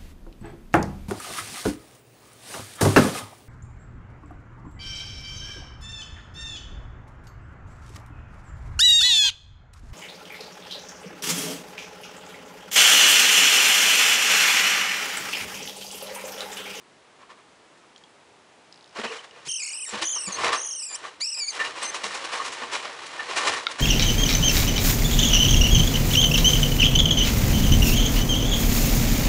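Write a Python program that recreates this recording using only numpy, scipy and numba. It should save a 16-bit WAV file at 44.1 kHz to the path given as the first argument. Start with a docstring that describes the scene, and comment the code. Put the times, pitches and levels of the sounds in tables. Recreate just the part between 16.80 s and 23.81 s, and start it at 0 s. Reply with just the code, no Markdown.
"""In a hard tub in a small room, a rat squeals with a fast warble while a snake seizes and coils round it.
The squeals are frequency-modulated partials under a mouth resonance, with short echoes off the tub walls.
Bodies scuff, slide and thump: friction noise and damped modes, which also set the tub ringing. Small ticks
and clicks, some in a quick even run, are brief decaying sines in noise; one claw meets the wall. A room tail
follows, and a camera hears it all over a hush of shaped noise, which its gain control pulls down under loud sound."""
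import sys
import numpy as np
from scipy import signal
from scipy.fft import rfft, irfft
from scipy.io import wavfile
from scipy.ndimage import uniform_filter1d
from numba import njit

SR = 44100
rng = np.random.default_rng(int(sys.argv[2]) if len(sys.argv) > 2 else 0)


def generate_wav(sig):
    """Save sig (samples, or channels by samples) to the path in sys.argv[1] as 16-bit PCM at SR."""
    pcm = np.round(np.clip(np.atleast_2d(sig).T, -1, 1) * 32767).astype(np.int16)
    wavfile.write(sys.argv[1], SR, pcm)


N = 309008

# The modes of the tub. Each row: frequency in Hz, width in Hz, gain in dB.
TUB_MODES = [(460, 60, 0), (1130, 130, 0), (1775, 45, 2), (2380, 45, -3), (2775, 40, 1), (3860, 55, -3),
             (5320, 60, -5)]
# Seconds: the rise of a contact, also used to start it half a rise before its listed time.
CONTACT_RISE_S = .008


def undb(db):
    """A level in decibels is twenty times the logarithm of an amplitude ratio."""
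    return 10 ** (np.asarray(db) / 20)


def level(x, db):
    """Mean-square scaling: gives x an rms of the stated dB."""
    return x * undb(db) / np.sqrt(np.mean(x ** 2))


def colour(points):
    """Spectral shaping: Gaussian noise of rms 1 weighted by (Hz, dB) points on a logarithmic axis."""
    point_hz, point_db = np.transpose(points)
    hz = np.arange(N // 2 + 1) * SR / N + 1
    gain = undb(np.interp(np.log(hz), np.log(point_hz), point_db, -90, -90))
    return level(irfft(rfft(rng.standard_normal(N)) * gain, N), 0)


def ring(x, hz, width):
    """Resonance: a single mode driven by x, with gain 1 at its centre."""
    return signal.lfilter(*signal.iirpeak(hz, hz / width, fs=SR), x)


def walk(rate, size=N):
    """Slow random modulation: levels held 1 / rate seconds and slewed twice, of spread near 1."""
    hold = max(int(SR / rate), 1)
    steps = np.repeat(rng.standard_normal(size // hold + 1), hold)
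    return 1.3 * uniform_filter1d(uniform_filter1d(steps, hold), hold)[:size]


def add(out, s, x):
    """Superposition: sums x into out from s seconds on."""
    i = int(s * SR)
    out[..., i:i + x.shape[-1]] += x[..., :N - i]


def fall(t, t60):
    """Exponential damping: a loss of 60 dB in t60 seconds."""
    return np.exp(-np.log(1000) * t / t60)


def decay(hz, t60):
    """Free vibration: one damped mode after a contact of half a millisecond."""
    t = np.arange(int(.1 * SR)) / SR
    return np.sin(2 * np.pi * hz * t) * fall(t, t60) * np.minimum(t * 2000, 1)


@njit
def follow(x, attack, release):
    """Envelope detection: rises fast and falls slowly, each by a share of the gap per sample."""
    y, e = np.empty(len(x)), 0.
    for i in range(len(x)):
        e += (abs(x[i]) - e) * (attack if abs(x[i]) > e else release)
        y[i] = e
    return y


def hush(near):
    """Steady broadband noise of the room, reduced by the camera's gain control under loud sound."""
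    # Each row: frequency in Hz, relative spectral level in dB.
    spectrum = [(12, -57), (20, -32), (117, -9), (243, -5.5), (352, -3), (522, -4.5), (981, -5),
                (1060, -6.5), (1750, -9.5), (3040, -13), (5870, -19.5), (8050, -21.5), (10800, -28.5),
                (14000, -59), (22000, -120)]
    hush_db, threshold_db, slope = -55, -35, 1
    attack_s, release_s = .0038, .13  # time constants
    loud = follow(near, 1 / (attack_s * SR), 1 / (release_s * SR))
    duck = np.maximum(loud / undb(threshold_db), 1) ** -slope
    return duck * undb(hush_db + .23 * walk(3.9)) * colour(spectrum)


def room(near):
    """Diffuse reverberation: convolution with exponentially decaying noise after a 6 ms gap."""
    t60_s, room_db = .22, -14.5
    t = np.arange(int(.6 * SR)) / SR
    tail = rng.standard_normal(len(t)) * fall(t, t60_s) * (t > .006)
    return signal.fftconvolve(near, level(tail, room_db) / np.sqrt(len(t)))[:N]  # energy sums to room_db


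def tick_run():
    """Periodic excitation: an even run of ticks whose pitch goes round four steps, as rows like the clicks."""
    # Each row: pitch in Hz, level in dB relative to the run.
    run_steps = [(3830, 4), (5150, 4.5), (3600, 3), (2900, 0)]
    start_s, per_s, count = 1.9425, 59.8, 12
    run_db, scatter_db, t60_s = -46, 1.5, .008
    return [(start_s + k / per_s, run_db + db + scatter_db * rng.standard_normal(), hz, t60_s)
            for k, (hz, db) in enumerate((run_steps * count)[:count])]


def clicks():
    """Impulsive excitation: ticks that each ring briefly in a crack of noise, and one claw on the wall."""
    # Small ticks and clicks. Each row: start in seconds, level in dB, pitch in Hz, t60 in seconds.
    single_clicks = [(1.1613, -38, 3220, 0.015), (1.179, -43, 6960, 0.01), (1.238, -41, 3280, 0.029),
                     (1.9255, -35, 5060, 0.011), (2.51, -39.5, 2900, 0.021), (2.7147, -24.5, 6570, 0.03)]
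    # The modes of a claw on the wall. Each row: frequency in Hz, level in dB, t60 in seconds.
    claw_modes = [(1385, -15, 0.03), (2180, -16, 0.021), (3560, -12, 0.0099), (3760, -12, 0.013),
                  (4550, -10, 0.0057)]
    claw_s = 6.868
    crack_hz, crack_width_hz, crack_db, crack_t60_s = 4500, 2200, -6, .014  # dB relative to the click
    out = np.zeros(N)
    t = np.arange(int(.1 * SR)) / SR
    for s, db, hz, t60 in single_clicks + tick_run():
        crack = ring(rng.standard_normal(len(t)), crack_hz, crack_width_hz)
        crack = level(ring(crack, crack_hz, crack_width_hz), crack_db)
        add(out, s, undb(db) * (decay(hz, t60) + crack * fall(t, crack_t60_s)))
    add(out, claw_s, sum(undb(db) * decay(hz, t60) for hz, db, t60 in claw_modes))
    return out


def tub(x):
    """Modal superposition: the resonances of the tub in parallel."""
    return sum(undb(db) * ring(x, hz, width) for hz, width, db in TUB_MODES)


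def push(db, t60):
    """Contact pressure: rise, hold, exponential decay; long contacts build more slowly."""
    rise = CONTACT_RISE_S + .04 * t60
    hold_end = rise + .11 * t60
    t = np.arange(int((hold_end + t60) * SR)) / SR
    return np.clip(t / rise, 0, 1) * fall(np.maximum(t - hold_end, 0), t60) * undb(db)


def slide():
    """Sliding friction: its power against time in three rows, middle, treble and bass."""
    # Bodies sliding. Each row: time in seconds, level in dB.
    slide_levels = [(2.12, -60), (2.2, -41.5), (2.324, -42), (2.526, -58.5), (2.664, -51), (2.72, -65),
                    (2.924, -55.5), (3.122, -71), (3.272, -47.5), (3.484, -49.5), (3.618, -29.5),
                    (3.694, -34), (3.868, -60.5), (4.114, -56.5), (4.264, -41.5), (4.392, -61.5),
                    (4.7, -54), (4.78, -35.5), (4.92, -41), (5.52, -39), (6.22, -41.5), (6.55, -38),
                    (6.67, -26), (6.82, -39.5), (7.01, -41)]
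    treble_db, bass_db = -10.5, -17  # relative to the middle
    s, db = np.transpose(slide_levels)
    pressure = undb(np.interp(np.arange(N) / SR, s, db, -90))
    return (pressure * undb([[0], [treble_db], [bass_db]])) ** 2


def add_scuffs(power, rung):
    """Transient friction: scuffs and kicks add power to the bands and drive the tub modes with noise."""
    # Each row: time in seconds, level in dB, treble in dB relative to it, where the tub rings most in Hz,
    # ring in dB relative to the level, t60 in seconds.
    scuff_rows = [(0.388, -57.5, -17, 993, -1, .12), (0.413, -52, -21, 980, 0, 0.11),
                  (0.491, -52, -15, 970, 4.5, .13), (0.569, -57.5, -16, 920, 1, 0.15),
                  (0.969, -67, 3, 770, -1, 0.11), (1.027, -64, -14, 1060, 10, 0.072),
                  (2.149, -37.5, -14.5, 888, -27, 0.29), (2.183, -34, -24, 450, 0, 0.071),
                  (2.235, -29.5, -19, 482, -5.5, .09), (2.256, -45, -17, 466, -3, 0.05),
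                  (2.299, -42.5, -13, 445, 2, 0.19), (2.357, -47.5, -4, 3060, -3, 0.084),
                  (2.435, -44.5, -9, 970, -35, 0.074), (2.509, -53, -32, 535, -2.5, 0.35),
                  (2.653, -54.5, 13, 2190, -10, 0.1), (3.072, -44.5, 2, 2670, -12, 0.31),
                  (3.122, -33, -17, 432, -19, .2), (3.169, -34.5, -10, 645, -12, .2),
                  (3.215, -30.5, -0.5, 1860, -12, 0.084), (3.358, -44.5, -14, 1080, 8, 0.053),
                  (3.477, -44.5, 1, 780, 4.5, 0.15), (3.58, -43.5, -3, 1040, 11.5, .1),
                  (3.623, -25, -14, 820, -27, 0.17), (3.659, -28.5, -29, 780, -7, 0.41),
                  (3.723, -27, -2, 1230, 4, 0.087), (4.096, -47, -7, 1750, -3.5, 0.29),
                  (4.238, -44, -29, 1140, 6, 0.086), (4.402, -51.5, 7, 2300, -5, 0.066),
                  (4.564, -48, -22, 2660, -2, 0.18), (4.717, -42, -0.5, 1770, -11, 0.23),
                  (4.792, -32.5, -10, 1820, 10, 0.13), (4.839, -38.5, -5.5, 2780, 8, 0.12),
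                  (4.95, -41.5, -7, 1010, -2, 0.27), (5.012, -37, -3, 1027, -17, 0.21),
                  (5.137, -38, -1.5, 894, -19, 0.15), (5.232, -33.5, -3, 2510, -27, 0.16),
                  (5.299, -40, -4, 1780, 2, 0.17), (5.338, -34, -3, 980, -7, 0.12),
                  (5.444, -36, -4.5, 1090, -4, .05), (5.515, -33.5, -6.5, 1000, -2, 0.27),
                  (5.593, -40.5, -26, 1170, 11, 0.094), (5.641, -43, 4, 985, 4.5, 0.15),
                  (5.719, -42, 5, 870, -5, 0.089), (5.813, -33.5, -31, 1110, -4.5, 0.12),
                  (5.915, -33, -4, 2410, -6, .25), (5.931, -31.5, -14, 990, -10, 0.12),
                  (6.046, -37.5, -31, 1180, -21, .14), (6.26, -48.5, 9, 1810, -16, 0.075),
                  (6.39, -37.5, -29, 1690, 7, 0.1), (6.476, -36, -13, 1040, -6, 0.2),
                  (6.559, -28.5, -2, 2400, 1.5, 0.15), (6.609, -39, -13, 1300, -1, 0.086),
                  (6.667, -32, 0.5, 1190, 5.5, .09), (6.719, -34.5, -3, 1770, 3.5, 0.15),
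                  (6.753, -34, -8.5, 990, -12, 0.22), (6.909, -45, 4.5, 1980, 6.5, 0.047),
                  (6.985, -29, -5.5, 1640, -13, 0.11)]
    bass_db = -26  # relative to the middle
    sharpness = 5  # centre over width of the push that rings the tub
    for s, db, treble_db, hz, ring_db, t60 in scuff_rows:
        pressure = push(db, t60)
        start = s - CONTACT_RISE_S / 2
        add(power, start, (pressure * undb([[0], [treble_db], [bass_db]])) ** 2)
        drive = ring(rng.standard_normal(len(pressure)), hz, hz / sharpness)
        add(rung, start, pressure * level(tub(drive), ring_db))


def add_thuds(power, rung):
    """Low-frequency impact: a body drops on the floor, with bass noise and an unsteady damped boom."""
    # Each row: time in seconds, level in dB, boom in Hz, t60 in seconds.
    thud_rows = [(2.183, -43.5, 226, 0.087), (2.24, -43, 228, .1), (2.669, -48, 148, 0.056),
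                 (3.13, -37.5, 214, 0.11), (3.169, -47, 120, 0.065), (3.215, -41, 331, 0.089),
                 (3.476, -42, 190, 0.075), (5.233, -51, 204, 0.16), (5.813, -51, 245, 0.12),
                 (6.986, -50, 250, .12)]
    noise_db, wobble_db = -3, 4  # noise relative to the thud; spread of the boom level
    for s, db, hz, t60 in thud_rows:
        pressure = push(db, t60)
        start = s - CONTACT_RISE_S / 2
        add(power[2], start, (pressure * undb(noise_db)) ** 2)
        wobble = undb(wobble_db * walk(70, size=len(pressure)))
        boom = np.sin(2 * np.pi * hz * np.arange(len(pressure)) / SR)
        add(rung, start, np.sqrt(2) * pressure * wobble * boom)


def struggle():
    """Friction-excited resonance: dense grains in three bands follow the contacts, and the tub rings along."""
    # Rubbing noise. Each row: frequency in Hz, relative spectral level in dB.
    rub_spectrum = [(150, -30), (250, -16.5), (414, -5.5), (776, -3.5), (1110, 2), (1240, -4.5), (1790, -3),
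                    (3990, -7), (7490, -12.5), (10800, -21.5), (14000, -36), (22000, -120)]
    # Bass noise of the contacts. Each row: frequency in Hz, relative spectral level in dB.
    thump_spectrum = [(30, -14), (70, -3.5), (140, 0), (220, -2), (320, 6.5), (500, 6)]
    grain_db, patch_db = 1.4, 1.2  # spreads of the fast and slow unevenness
    treble_hz, tub_ring_db = 3000, -8
    power, rung = slide(), np.zeros(N)
    add_scuffs(power, rung)
    add_thuds(power, rung)
    rub = colour(rub_spectrum) * undb(grain_db * walk(340) + patch_db * walk(40))
    middle = signal.filtfilt(*signal.butter(1, treble_hz, fs=SR), rub)
    treble = rub - middle
    thump = colour(thump_spectrum) * undb(2 * walk(30))
    pressure = np.sqrt(power)  # the powers of the contacts add
    grains = pressure[0] * level(middle, 0) + pressure[1] * level(treble, 0) + pressure[2] * thump
    # the slope drives the upper modes as hard as the lower; unity gain at the second mode
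    drive = np.diff(grains, prepend=0) * SR / (2 * np.pi * TUB_MODES[1][0])
    return grains + rung + undb(tub_ring_db) * tub(drive)


def squeal(curve, warble, first_db, jitter):
    """Source and filter: partials of tight vocal folds on a warbling pitch, lifted by the mouth resonance."""
    below_hz, above_hz = 1480, 1440  # widths of the two flanks of the mouth resonance
    breath_db, wander_turns, onset_s = -20, .04, .003
    s, *columns = np.transpose(curve)
    t = np.arange(s[0], s[-1], 1 / SR)
    hz, depth, db, mouth = (np.interp(t, s, column) for column in columns)
    crest, rate, slowing = warble
    elapsed = t - crest
    turns = rate * elapsed - slowing * elapsed ** 2 / 2 + wander_turns * walk(60, size=len(t))
    sung = (hz + depth * np.cos(2 * np.pi * turns)) * (1 + jitter * walk(400, size=len(t)))
    phase = 2 * np.pi * np.cumsum(sung) / SR
    out = 0
    for k in range(1, 7):
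        breath = undb(breath_db) * walk(2500, size=len(t))
        off = (k * hz - mouth) / np.where(k * hz < mouth, below_hz, above_hz)
        shape_db = first_db if k == 1 else -20 * np.log10(1 + off ** 2)
        # the level mostly holds and now and then drops out for a few milliseconds; the first is steadier
        shimmer_db = (1.5 if k == 1 else 3.5) * (.5 - walk(220, size=len(t)) ** 2)
        amplitude = np.sqrt(2) * undb(db + shape_db + shimmer_db) * (1 + breath)
        out = out + amplitude * np.sin(k * phase)
    return out * np.clip(np.minimum(t - s[0], s[-1] - t) / onset_s, 0, 1)


def rat():
    """Interference: squeals meet their wall echoes, which lag in pitch and beat against the warble."""
    # One table a squeal, or a part of one: the fourth is the rough, low end of the third.
    # Each row: time in seconds, pitch in Hz, warble depth in Hz, level in dB, mouth resonance in Hz.
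    squeal_curves = [
        [(2.252, 2450, 50, -59, 6500), (2.28, 2850, 200, -57, 6500), (2.33, 2540, 250, -61, 6500)],
        [(2.384, 3000, 0, -57, 6500), (2.399, 3060, 0, -56, 6500)],
        [(2.664, 2160, 0, -41, 6000), (2.673, 2230, 3, -41, 6300), (2.688, 3005, 197, -27.5, 7250),
         (2.775, 2886, 238, -30, 6570), (2.833, 2270, 137, -30.5, 6300), (2.848, 2506, 352, -32, 6600),
         (2.918, 2570, 407, -32.5, 6700), (2.954, 2713, 144, -32.5, 7300), (3.021, 2795, 281, -33.5, 7900),
         (3.043, 2780, 150, -31.5, 7900), (3.06, 1880, 4, -41, 7900)],
        [(3.058, 1894, 0, -35.5, 7500), (3.1, 1884, 0.0045, -39, 7500), (3.125, 1920, 0, -60, 7600)],
        [(3.238, 3120, 288, -27, 6550), (3.317, 3348, 222, -29, 6360), (3.362, 2990, 163, -27.5, 6450),
         (3.422, 2720, 123, -30.5, 7400), (3.433, 2948, 88, -31, 7900), (3.492, 2134, 180, -33, 6300)],
        [(3.518, 2280, 0, -32, 6900), (3.527, 2185, 0, -26, 6700), (3.532, 2020, 0, -38, 5600),
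         (3.545, 2050, 0, -31, 5200), (3.559, 2234, 0, -32, 6300), (3.569, 2080, 0, -35, 4600)],
        [(3.752, 2880, 223, -32.5, 6500), (3.834, 3166, 250, -30.5, 6900), (3.927, 3023, 254, -31.5, 6474),
         (3.978, 2920, 103, -30.5, 6900), (4.023, 2680, 245, -30, 7000), (4.057, 2686, 238, -33, 7000),
         (4.123, 2340, -2, -35.5, 6360), (4.147, 2444, -4, -29.5, 6650), (4.163, 3330, -7, -26, 7240)],
        [(4.405, 1844, -2, -22.5, 5800), (4.416, 2300, 2, -28, 5030), (4.428, 2336, 7, -26, 5000),
         (4.442, 2597, 118, -27.5, 5470), (4.512, 2780, 184, -30, 6600), (4.535, 2700, 190, -29, 6230),
         (4.552, 2495, 97, -32, 5900), (4.594, 2583, 110, -27.5, 6200), (4.607, 2370, -2, -28, 5000),
         (4.672, 2180, 13, -32, 6300), (4.685, 2420, 9, -26, 5500), (4.714, 1975, 3, -34.5, 5860)],
        [(5.026, 2060, 0, -32, 8300), (5.035, 2065, 0, -32, 8300), (5.039, 2040, 0, -54, 7500),
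         (5.045, 2064, 0, -54, 7500), (5.049, 2060, 0, -34, 7100), (5.07, 2038, 0, -35, 6100),
         (5.095, 2063, 0, -31, 6600), (5.105, 2090, 0, -35, 7000)],
    ]
    # Each row, one a curve: a crest of the warble in seconds, warbles per second, slowing per second squared.
    warbles = [(2.28, 34, 0), (2.384, 36, 0), (2.6907, 42, 28), (3.064, 36, 0), (3.2338, 36, 0),
               (3.516, 36, 0), (3.755, 36.5, 15), (4.448, 34.5, 0), (5.026, 36, 0)]
    # Each row, one a curve: first partial in dB relative to the level, pitch jitter as a share.
    folds = [(16.5, 0.0057), (15, 0.0043), (-8, 0.0073), (-6, 0.029), (-12, 0.0062), (-18, 0.0065),
             (-17.5, 0.0064), (-14, 0.0057), (-11.5, 0.0062)]
    # Tub walls. Each row: delay in seconds, level in dB relative to the direct sound.
    echoes = [(.0013, -7), (.0029, -7), (.0052, -11), (.0097, -15)]
    out = np.zeros(N)
    for curve, warble, fold in zip(squeal_curves, warbles, folds):
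        add(out, curve[0][0], squeal(curve, warble, *fold))
    paths = out + sum(undb(db) * np.roll(out, int(s * SR)) for s, db in echoes)
    return paths / np.sqrt(1 + sum(undb(2 * db) for s, db in echoes))  # share the power among the paths


def scene():
    """Linear superposition: the sources in the tub, their room tail and the hush, in one channel."""
    near = clicks() + struggle() + rat()
    near = near + room(near)
    return (near + hush(near))[None]


def record(dry):
    """Band limiting: the camera cuts steeply above 10.8 kHz."""
    return signal.sosfilt(signal.ellip(10, .2, 80, 10800, fs=SR, output="sos"), dry)


dry = scene()
out = record(dry)
generate_wav(out)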